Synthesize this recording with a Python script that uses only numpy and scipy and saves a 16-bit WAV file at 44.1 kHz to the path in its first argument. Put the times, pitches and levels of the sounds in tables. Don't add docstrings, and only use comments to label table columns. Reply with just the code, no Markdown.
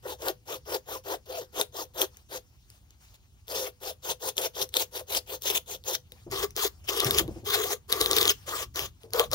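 import sys
import numpy as np
from scipy import signal
from scipy.fft import rfft, irfft, next_fast_len
from scipy.io import wavfile
from scipy.ndimage import uniform_filter1d

SR = 44100
rng = np.random.default_rng(int(sys.argv[2]) if len(sys.argv) > 2 else 0)


def transcribe(u):
    v = np.clip(np.atleast_2d(u).T, -1, 1)
    q = np.round(v * 32767).astype(np.int16)
    wavfile.write(sys.argv[1], SR, q)


def attenuation_scalar(level_db):
    decades = np.asarray(level_db, float) / 20
    return 10 ** decades


N = 411894
TURNED_S = 6.1

# start_s, crest_s, end_s, hiss_db (chips), drone_db (block)
FIRST_BOUT = [(.026, 0.1, .176, -38.5, -33), (0.186, 0.289, .345, -33.5, -24),
              (0.455, 0.53, 0.5994, -35, -31), (0.653, 0.752, .805, -32.5, -26),
              (0.859, 0.932, 1.013, -35.5, -29.5), (1.038, 1.118, 1.19, -33, -26),
              (1.257, 1.38, 1.47, -39.5, -34.5), (1.523, 1.597, 1.665, -30, -25),
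              (1.724, 1.801, 1.871, -35, -30.5), (1.937, 2.011, 2.085, -28, -23.5),
              (2.288, 2.354, 2.416, -35, -36)]
# start_s, crest_s, end_s, hiss_db, drone_db
SECOND_BOUT = [(3.47, 3.575, 3.721, -32, -31), (3.803, 3.885, 3.95, -36.5, -34),
               (4.022, 4.105, 4.161, -29, -28.5), (4.196, 4.285, 4.335, -28.5, -28),
               (4.355, 4.454, 4.505, -27, -28.5), (4.536, 4.625, 4.675, -33, -30.5),
               (4.722, 4.82, 4.868, -25.5, -30), (4.912, 4.96, 5.046, -37, -34.5),
               (5.07, 5.172, 5.22, -26, -29), (5.262, 5.341, 5.396, -35.5, -36.5),
               (5.411, 5.502, 5.555, -30, -32.5), (5.488, 5.557, 5.618, -27, -32),
               (5.661, 5.713, 5.791, -36.5, -40), (5.841, 5.917, 5.995, -33.5, -31)]
# start_s, crest_s, end_s, hiss_db, drone_db
TURNED_BOUT = [(6.301, 6.43, 6.49, -34.5, -30), (6.552, 6.637, 6.711, -26, -26.5),
               (6.868, 7.186, 7.26, -35, -32), (7.442, 7.53, 7.625, -29.5, -29),
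               (7.557, 7.726, 7.785, -33.5, -29), (7.88, 8.299, 8.35, -33, -30.5),
               (8.458, 8.633, 8.675, -33.5, -34.5), (8.74, 8.778, 8.906, -34.5, -33.5),
               (9.122, 9.187, 9.29, -35, -31), (9.303, 9.341, 9.4, -26, -26)]


def evened(x):
    return x / np.sqrt(np.mean(x ** 2) + 1e-20)


def curve(rows, column=1):
    rows = np.array(rows)
    return np.interp(np.arange(N) / SR, rows[:, 0], rows[:, column])


def colour(x, points, share=1, late_ms=0):
    size = next_fast_len(N + 4096)
    hz = np.fft.rfftfreq(size, 1 / SR)
    point_hz, point_db = np.transpose(points)
    gain = attenuation_scalar(share * np.interp(np.log(hz + 1), np.log(np.add(point_hz, 1)), point_db))
    delay = np.exp(-2j * np.pi * hz * late_ms / 1000)
    return irfft(rfft(x, size) * gain * delay, size)[..., :N]


def ring(x, hz, width):
    return signal.lfilter(*signal.iirpeak(hz, hz / width, fs=SR), x)


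def resonate(x, hz, width):
    turn = np.exp(2j * np.pi * np.cumsum(hz * np.ones(len(x))) / SR)
    r = np.exp(-np.pi * width / SR)
    return 2 * (turn * signal.lfilter([1 - r], [1, -r], x / turn)).real


def wander(seconds):
    size = max(round(seconds * SR), 1)
    smooth = uniform_filter1d(rng.standard_normal(N), size)
    return evened(uniform_filter1d(smooth, size))


def drifting(x, patchy_db):
    z = signal.stft(x, nperseg=256)[2]
    patches = rng.standard_normal(z.shape[-2:])
    patches = uniform_filter1d(patches, size=7, axis=0)
    patches = evened(uniform_filter1d(patches, size=14, axis=1))
    return signal.istft(z * attenuation_scalar(patchy_db * patches), nperseg=256)[1][..., :N]


def add(mix, s, sound):
    part = mix[round(s * SR):][:len(sound)]
    part += sound[:len(part)]


def stroke_levels():
    # attack_s, release_s, set_in_db, share of the crest already in the set-in (0-1), sag_db_per_s
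    hiss_shapes = [
        (0.037, .04, -45.5, 0.27, 176),
        (.03, 0.043, -42, .3, 59.5),
        (.02, 0.045, -38, 0.19, 68),
    ]
    drone_shapes = [
        (0.029, 0.046, -37.5, 0.15, 137),
        (0.032, 0.048, -39.5, .4, 70),
        (0.021, 0.053, -34.5, 0.48, 50),
    ]
    # time_s, hiss_lift_db, drone_lift_db
    bites = [(0.049, -2.5, 6), (.285, 2.5, 1.5), (.885, 0, 4), (1.285, -3, -6), (1.14, -1, 3.5),
             (4.1, -1, 1.5), (4.381, 12, 3.5), (4.454, -1.5, 2.5), (4.62, 7.5, -1.5), (4.756, 8, 6.5),
             (5.01, 0.5, 7), (5.15, 0.5, 3.5), (5.177, 4, -1.5), (5.425, 8, -10), (5.474, 11.5, 1.5),
             (5.52, 3, 7), (5.755, -0.5, 9), (5.882, 10, 0.5), (5.947, 9.5, -7),
             (6.33, 0, 5.5), (6.443, 6, 11), (6.572, 2, 4), (6.892, 9, 4), (6.975, 8.5, 3.5),
                    (7.028, 3, 9), (7.065, 10, -2), (7.149, 1, 4.5), (7.193, 13, 5.5), (7.55, 6.5, 8),
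                    (7.601, 4.5, 4), (7.638, 5, 2), (7.724, 8.5, 5.5), (7.926, 6.5, 2), (8.013, 9, 6.5),
                    (8.04, 3, 0.5), (8.12, -1, 8), (8.169, 11, 8), (8.216, 7, 5), (8.259, 0.5, 8.5),
                    (8.314, 17, 2), (8.535, -3, 7.5), (9.199, 8, 10)]
    start_db, end_db, silent_db = -59.5, -71.5, -86.5
    fade_s, bite_s = .004, 0.012
    t = np.arange(N) / SR
    levels_db = np.full((2, N), silent_db)
    for bout, *shapes in zip((FIRST_BOUT, SECOND_BOUT, TURNED_BOUT), hiss_shapes, drone_shapes):
        for start, crest, end, *crests_db in bout:
            held = (t > start - fade_s) & (t < end + fade_s)
            for k, (db, (attack, release, set_in_db, share, sag)) in enumerate(zip(crests_db, shapes)):
                begun = min(start + attack, crest - .001)
                ending = max(end - release, crest + .001)
                times = [start - fade_s, start, begun, crest, ending, end, end + fade_s]
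                begun_db = set_in_db + share * (db - set_in_db)
                sagged_db = db - sag * (ending - crest)
                shape = [silent_db, start_db, begun_db, db, sagged_db, end_db, silent_db]
                stroke_db = np.interp(t[held], times, shape)
                levels_db[k, held] = np.maximum(levels_db[k, held], stroke_db)
    for s, *lifts_db in bites:
        near = abs(t - s) < 2 * bite_s
        levels_db[:, near] += np.outer(lifts_db, 1 - abs(t[near] - s) / (2 * bite_s))
    return attenuation_scalar(levels_db)


def blade_speed():
    # middle_s, half_length_s, top_tooth_rate_hz, evenness (0-1)
    singing = [(.105, .072, 980, .5), (0.529, .068, 1270, 0.49), (0.932, 0.068, 1300, 0.56),
               (1.345, .09, 730, .68), (1.793, 0.063, 1190, 0.53), (3.873, .065, 850, 0.46),
               (4.262, 0.056, 1040, .47), (4.975, .062, 920, 0.37), (5.719, .062, 910, 0.44),
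               (6.372, 0.071, 1150, 0.39), (6.608, 0.044, 1300, 0.79), (7.503, 0.074, 1150, 0.5),
               (7.693, .07, 897, 0.54), (8.546, .08, 1200, 0.47)]
    teeth_per_stroke, arc_share, plain_evenness = 145., .45, 0.31
    creep_hz = 378
    t = np.arange(N) / SR
    rate_hz, evenness = np.full(N, creep_hz), np.zeros(N)
    plain = []
    for start, _, end, *_ in FIRST_BOUT + SECOND_BOUT + TURNED_BOUT:
        if not any(start < row[0] < end for row in singing):
            length = end - start
            plain.append(((start + end) / 2, arc_share * length, teeth_per_stroke / length, plain_evenness))
    for middle, half, top_hz, even in plain + singing:
        near = np.flatnonzero(abs(t - middle) < half)
        arc = top_hz * (1 - .72 * abs((t[near] - middle) / half) ** 1.6)
        faster = arc > rate_hz[near]
        won = near[faster]
        evenness[won] = even * np.where(t[won] < middle, .7, 1)
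        rate_hz[won] = arc[faster]
    return rate_hz, np.clip(evenness, 0, 1)


def block(force):
    # pitch_hz, width_hz, level_db
    upright = [(406, 64, -0.5), (516.8, 39, 2), (641, 67, -5.5), (912, 326, -11), (1494, 226, -13.5),
               (1876, 180, -15.5), (494.4, 8.5, -8), (321, 60, -8)]
    # pitch_hz, width_hz, level_db
    turned = [(410, 54, 3.5), (501, 252, -8), (668, 183, -10), (1150, 97, -4.5), (1290, 320, -13.5),
              (2080, 150, -16.5)]
    # pitch_hz, width_hz, level_db
    slack = [(362, 90, -5.5), (533, 185, -6), (790, 290, -10.5), (1137, 160, -3), (1390, 410, -11),
             (1940, 253, -12)]
    # pitch_hz, width_hz, level_db
    lowered = [(472, 61.6, 4), (780, 365, -10.5), (475, 14, -4.5), (1150, 207, -5)]
    lowest = [
        255.,
        350.,
        290.,
    ]
    rested_s, slack_s, lowered_s = 3., 8.4, 9.
    t = np.arange(N) / SR
    poses = [(upright, 0, rested_s, lowest[0]), (upright, rested_s, TURNED_S, lowest[1]),
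             (turned, TURNED_S, slack_s, lowest[2]), (slack, slack_s, lowered_s, lowest[2]),
             (lowered, lowered_s, N / SR, lowest[2])]
    halves = np.zeros((2, N))
    for modes, since, until, lowest_hz in poses:
        held = (t >= since) & (t < until)
        push = signal.sosfilt(signal.butter(4, lowest_hz, "high", fs=SR, output="sos"), force[held])
        for k, (hz, width, db) in enumerate(modes):
            halves[k % 2, held] += attenuation_scalar(db) * ring(push, hz, width)
    even, odd = halves
    lean = 0.11 * np.array([even + odd, -even - odd])
    return even - odd, lean


def saw():
    # pitch_hz, level_db
    hiss_upright = [(600, -19), (1700, -17), (2500, -7.5), (3500, -4.5), (4800, -7), (6500, -4),
                    (8000, -15.5), (11000, -8), (14500, -7.5), (16000, -3)]
    # pitch_hz, level_db
    hiss_turned = [(600, -21), (1500, 2.5), (2500, 0.5), (3400, 6.5), (4800, 2), (6500, 3.5), (8000, -3),
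                   (11000, -3.5), (14500, 4), (16000, 2)]
    hiss, drone = stroke_levels()
    rate_hz, evenness = blade_speed()
    teeth = np.cumsum(rate_hz * (1 + .08 * wander(0.00384))) / SR
    catches = np.cos(2 * np.pi * teeth) + .3 * np.cos(4 * np.pi * teeth)
    catches = catches * attenuation_scalar(3. * wander(.006))
    tearing = rng.standard_normal(N) * attenuation_scalar(1.82 * wander(0.0073))
    force = 1.17 * evenness * catches + 3.25 * (1 - evenness) * tearing
    body, lean = block(attenuation_scalar(8.0) * drone * force)

    puffs = 1 + 0.25 * np.cos(2 * np.pi * teeth)
    puffs = puffs * attenuation_scalar(1.36 * wander(0.0048) + 0.9 * wander(0.0071))
    chips = drifting(rng.standard_normal((3, N)) * puffs, patchy_db=3.2)
    chips += 0.4 * ring(chips, 3390.0, 640.0)
    turned = np.arange(N) > TURNED_S * SR
    chips = hiss * np.where(turned, evened(colour(chips, hiss_turned)), evened(colour(chips, hiss_upright)))
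    along_blade = colour(chips[1:], [(400, -5), (9000, -4.0)]) * attenuation_scalar([[5.], [1.5]])
    return body + chips[0], along_blade + lean


def rumble():
    # time_s, level_db
    rumble_level = [(0, -56.5), (3.4, -59.5), (6.22, -56.5), (6.3, -45), (6.6, -55), (7., -52),
                    (7.2, -37.5), (7.45, -47.5), (7.85, -56.5), (8.05, -44.5), (8.5, -53), (8.85, -47.5),
                    (9., -58), (9.3, -46)]
    # pitch_hz, level_db
    rumble_colour = [(12, -33), (20, -28.5), (54, 0), (81, 0), (122, -4), (166, -13.5), (311, -23.5),
                     (400, -24.5), (520, -55), (880, -120)]
    a, b = rng.standard_normal((2, N))
    pair = np.array([a + 0.28 * b, a - 0.26 * b])
    return evened(colour(pair, rumble_colour)) * attenuation_scalar(curve(rumble_level))


def rustle():
    # start_s, length_s, level_db
    rubs = [(2.104, 0.14, -68.5), (2.455, .4, -87), (2.675, .13, -66.5), (2.988, 0.2, -68.5),
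            (2.996, 0.069, -64), (3.135, 0.033, -62), (6.097, 0.19, -67), (6.469, 0.075, -74),
            (6.68, 0.19, -73), (6.835, 0.038, -56), (8.337, 0.15, -60.5), (7.246, 0.2, -62),
            (8.997, 0.077, -64.5)]
    # pitch_hz, level_db
    rustle_colour = [(150, -31), (300, -17.5), (800, -7), (1900, -13), (2900, -9.5), (3600, -11),
                     (6900, -10), (7600, -16), (12000, -17.5), (15500, -15.5)]
    a, b = rng.standard_normal((2, N))
    pair = drifting(np.array([a, .5 * np.roll(a, 9) + .8 * b]), patchy_db=-2.2)
    level = np.full(N, attenuation_scalar(-70.0))
    for s, length, db in rubs:
        add(level, s, attenuation_scalar(db) * signal.windows.tukey(round(length * SR), .7))
    return evened(colour(pair, rustle_colour)) * level * attenuation_scalar([[3.], [.5]])


def snaps():
    # time_s, peak_db, ring_hz
    breaking_chips = [(1.6121, -6, 3800), (2.016, -6, 3300), (2.701, -33.5, 5000), (3.4805, -31, 3558),
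                      (4.3676, -21, 6100), (4.3791, -6, 3270), (4.74, -15.5, 3500), (4.7683, -8, 3550),
                      (5.42, -24, 5700), (5.467, -17, 3230), (5.838, -34, 3513),
                      (6.3125, -25, 6600), (6.5635, -14, 5840), (6.8892, -16, 3100), (6.9984, -10, 3380),
                    (7.0022, -3, 3670), (7.0454, -7.5, 5530), (7.1081, -3.5, 3660), (7.146, -14, 5100),
                    (7.178, -15.5, 5150), (7.1844, -5.5, 3400), (7.453, -32, 5210), (7.9248, -5, 3770),
                    (8.012, -8, 3840), (8.0594, -8, 3800), (8.1116, -4, 3720), (8.1311, -10, 3670),
                    (8.165, -10.5, 3730), (8.1838, -6.5, 3600), (8.2109, -8.5, 3630), (8.2144, -17, 3580),
                    (8.2283, -8, 3600), (8.2536, -6.5, 3480), (8.2738, -11, 3440), (8.2779, -4, 3420),
                    (8.2948, -9, 3270), (8.758, -19, 3920), (9.1339, -11, 4320), (9.195, -2, 3300),
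                    (9.3142, -18, 5500), (9.3317, -12, 4080),
                      (0.2834, -16, 4000), (2.145, -47, 3530), (2.1695, -33, 6370), (2.9057, -44, 6540),
             (3.142, -43.5, 3650), (4.6897, -33.5, 6000), (4.7664, -8, 3364), (6.1194, -31, 3760),
             (6.506, -34, 6135), (7.2778, -33, 3840), (7.9197, -14, 3763), (8.2138, -7, 3600),
             (8.1655, -8.5, 3630), (5.5007, -10, 3580), (5.1483, -14, 3270), (8.7924, -15, 2923),
             (9.0329, -39.5, 3300), (9.105, -39, 4670), (9.2394, -28, 2558)]
    events = breaking_chips
    out, t = np.zeros(N), np.arange(900) / SR
    ring_fade = attenuation_scalar(-60 * t / .003) + .3 * attenuation_scalar(-60 * t / .012)
    crack_fade = attenuation_scalar(-60 * t / .002) + 0.15 * attenuation_scalar(-60 * t / 0.032)
    for (s, db, hz), crack in zip(events, rng.standard_normal((len(events), len(t)))):
        tone = np.sin(2 * np.pi * hz * t) * ring_fade
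        snap = tone * (1 - np.exp(-t / 0.00016)) + 1.19 * np.tanh(crack) * crack_fade
        snap[6:8] += 2., -1.
        add(out, s + 0.000989, attenuation_scalar(db + 5.0) * snap / abs(snap).max())
    push = signal.oaconvolve(np.abs(out), np.exp(-t / .0004))[:N]
    shaken = 0.05 * (ring(push, 1300, 90) + ring(push, 420, 47))
    return colour(out, [(500, -29.0), (2200, 2.5), (3500, 0.0), (8000, -2.0), (14000, 0)]) + shaken


def knocks():
    # time_s, level_db, pitch_hz, fade_s (to drop 60 dB)
    grip_knocks = [
        (6.264, -33.5, 344, 0.083),
        (6.119, -49.5, 498, 0.091),
        (7.055, -21.5, 128, 0.14),
        (7.2, -25.5, 333, 0.12),
        (7.279, -25.5, 333, 0.085),
        (7.358, -33, 335, .1),
        (7.43, -39.5, 350, 0.07),
        (9.035, -42, 453, 0.16),
    ]
    out, t = np.zeros(N), np.arange(12000) / SR
    low_band = signal.butter(3, [70., 600.], "band", fs=SR, output="sos")
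    for (s, db, hz, t60), noise in zip(grip_knocks, rng.standard_normal((len(grip_knocks), len(t)))):
        scuff = evened(signal.sosfilt(low_band, noise))
        thud = attenuation_scalar(db - 60 * t / t60) * np.sin(2 * np.pi * hz * t)
        thud = thud + 0.37 * attenuation_scalar(db - 60 * t / (2.15 * t60)) * scuff
        add(out, s, thud * (1 - np.exp(-t / 0.0034)))
    return out


def squeal():
    # time_s, level_db, pitch_hz
    shriek = [
        (8.28, -41, 3200),
        (8.297, -14, 3280),
        (8.31, -37, 2740),
        (8.325, -40, 2600),
    ]
    noise, hz = rng.standard_normal(N), curve(shriek, column=2)
    tones = evened(resonate(noise, hz, 150.)) + 0.64 * evened(resonate(noise, 2 * hz, 250.))
    before, after = (shriek[0][0] - .01, -120, 0), (shriek[-1][0] + 0.02, -120, 0)
    return attenuation_scalar(curve([before, *shriek, after])) * tones


def yard(x):
    # pitch_hz, level_db
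    left_over_right = [(60, 0), (200, 2), (500, 2.5), (1500, 4), (4000, 4.5), (8000, 2.5), (14000, 4)]
    lead_upright_ms, lead_turned_ms = 0.2187, 0.18
    turned = np.arange(N) > TURNED_S * SR
    left = colour(x, left_over_right, share=1 / 2)
    late = [(~turned, lead_upright_ms), (turned, lead_turned_ms)]
    right = sum(colour(x * held, left_over_right, -1 / 2, ms) for held, ms in late)
    direct = np.array([left, right])
    t = np.arange(6000) / SR
    taps = rng.standard_normal((2, len(t))) * attenuation_scalar(-60 * t / 0.14) * (t > .003)
    echoes = signal.oaconvolve(direct, taps / np.linalg.norm(taps[0]), axes=1)[:, :N]
    return direct + attenuation_scalar(-14.5) * echoes


def scene():
    cut, along_blade = saw()
    near = cut + snaps() + knocks() + squeal()
    return yard(near) + along_blade + rustle() + rumble()


def low_pass(x):
    return signal.sosfilt(signal.butter(12, 17000, fs=SR, output="sos"), x)


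def record(dry):
    # pitch_hz, level_db
    band_edge = [(15750, 0), (16000, -26), (16900, -28), (17020, -90)]
    held = dry / (1 + (dry / .85) ** 6) ** (1 / 6)
    return low_pass(colour(held, band_edge))


dry = scene()
out = record(dry)
transcribe(out)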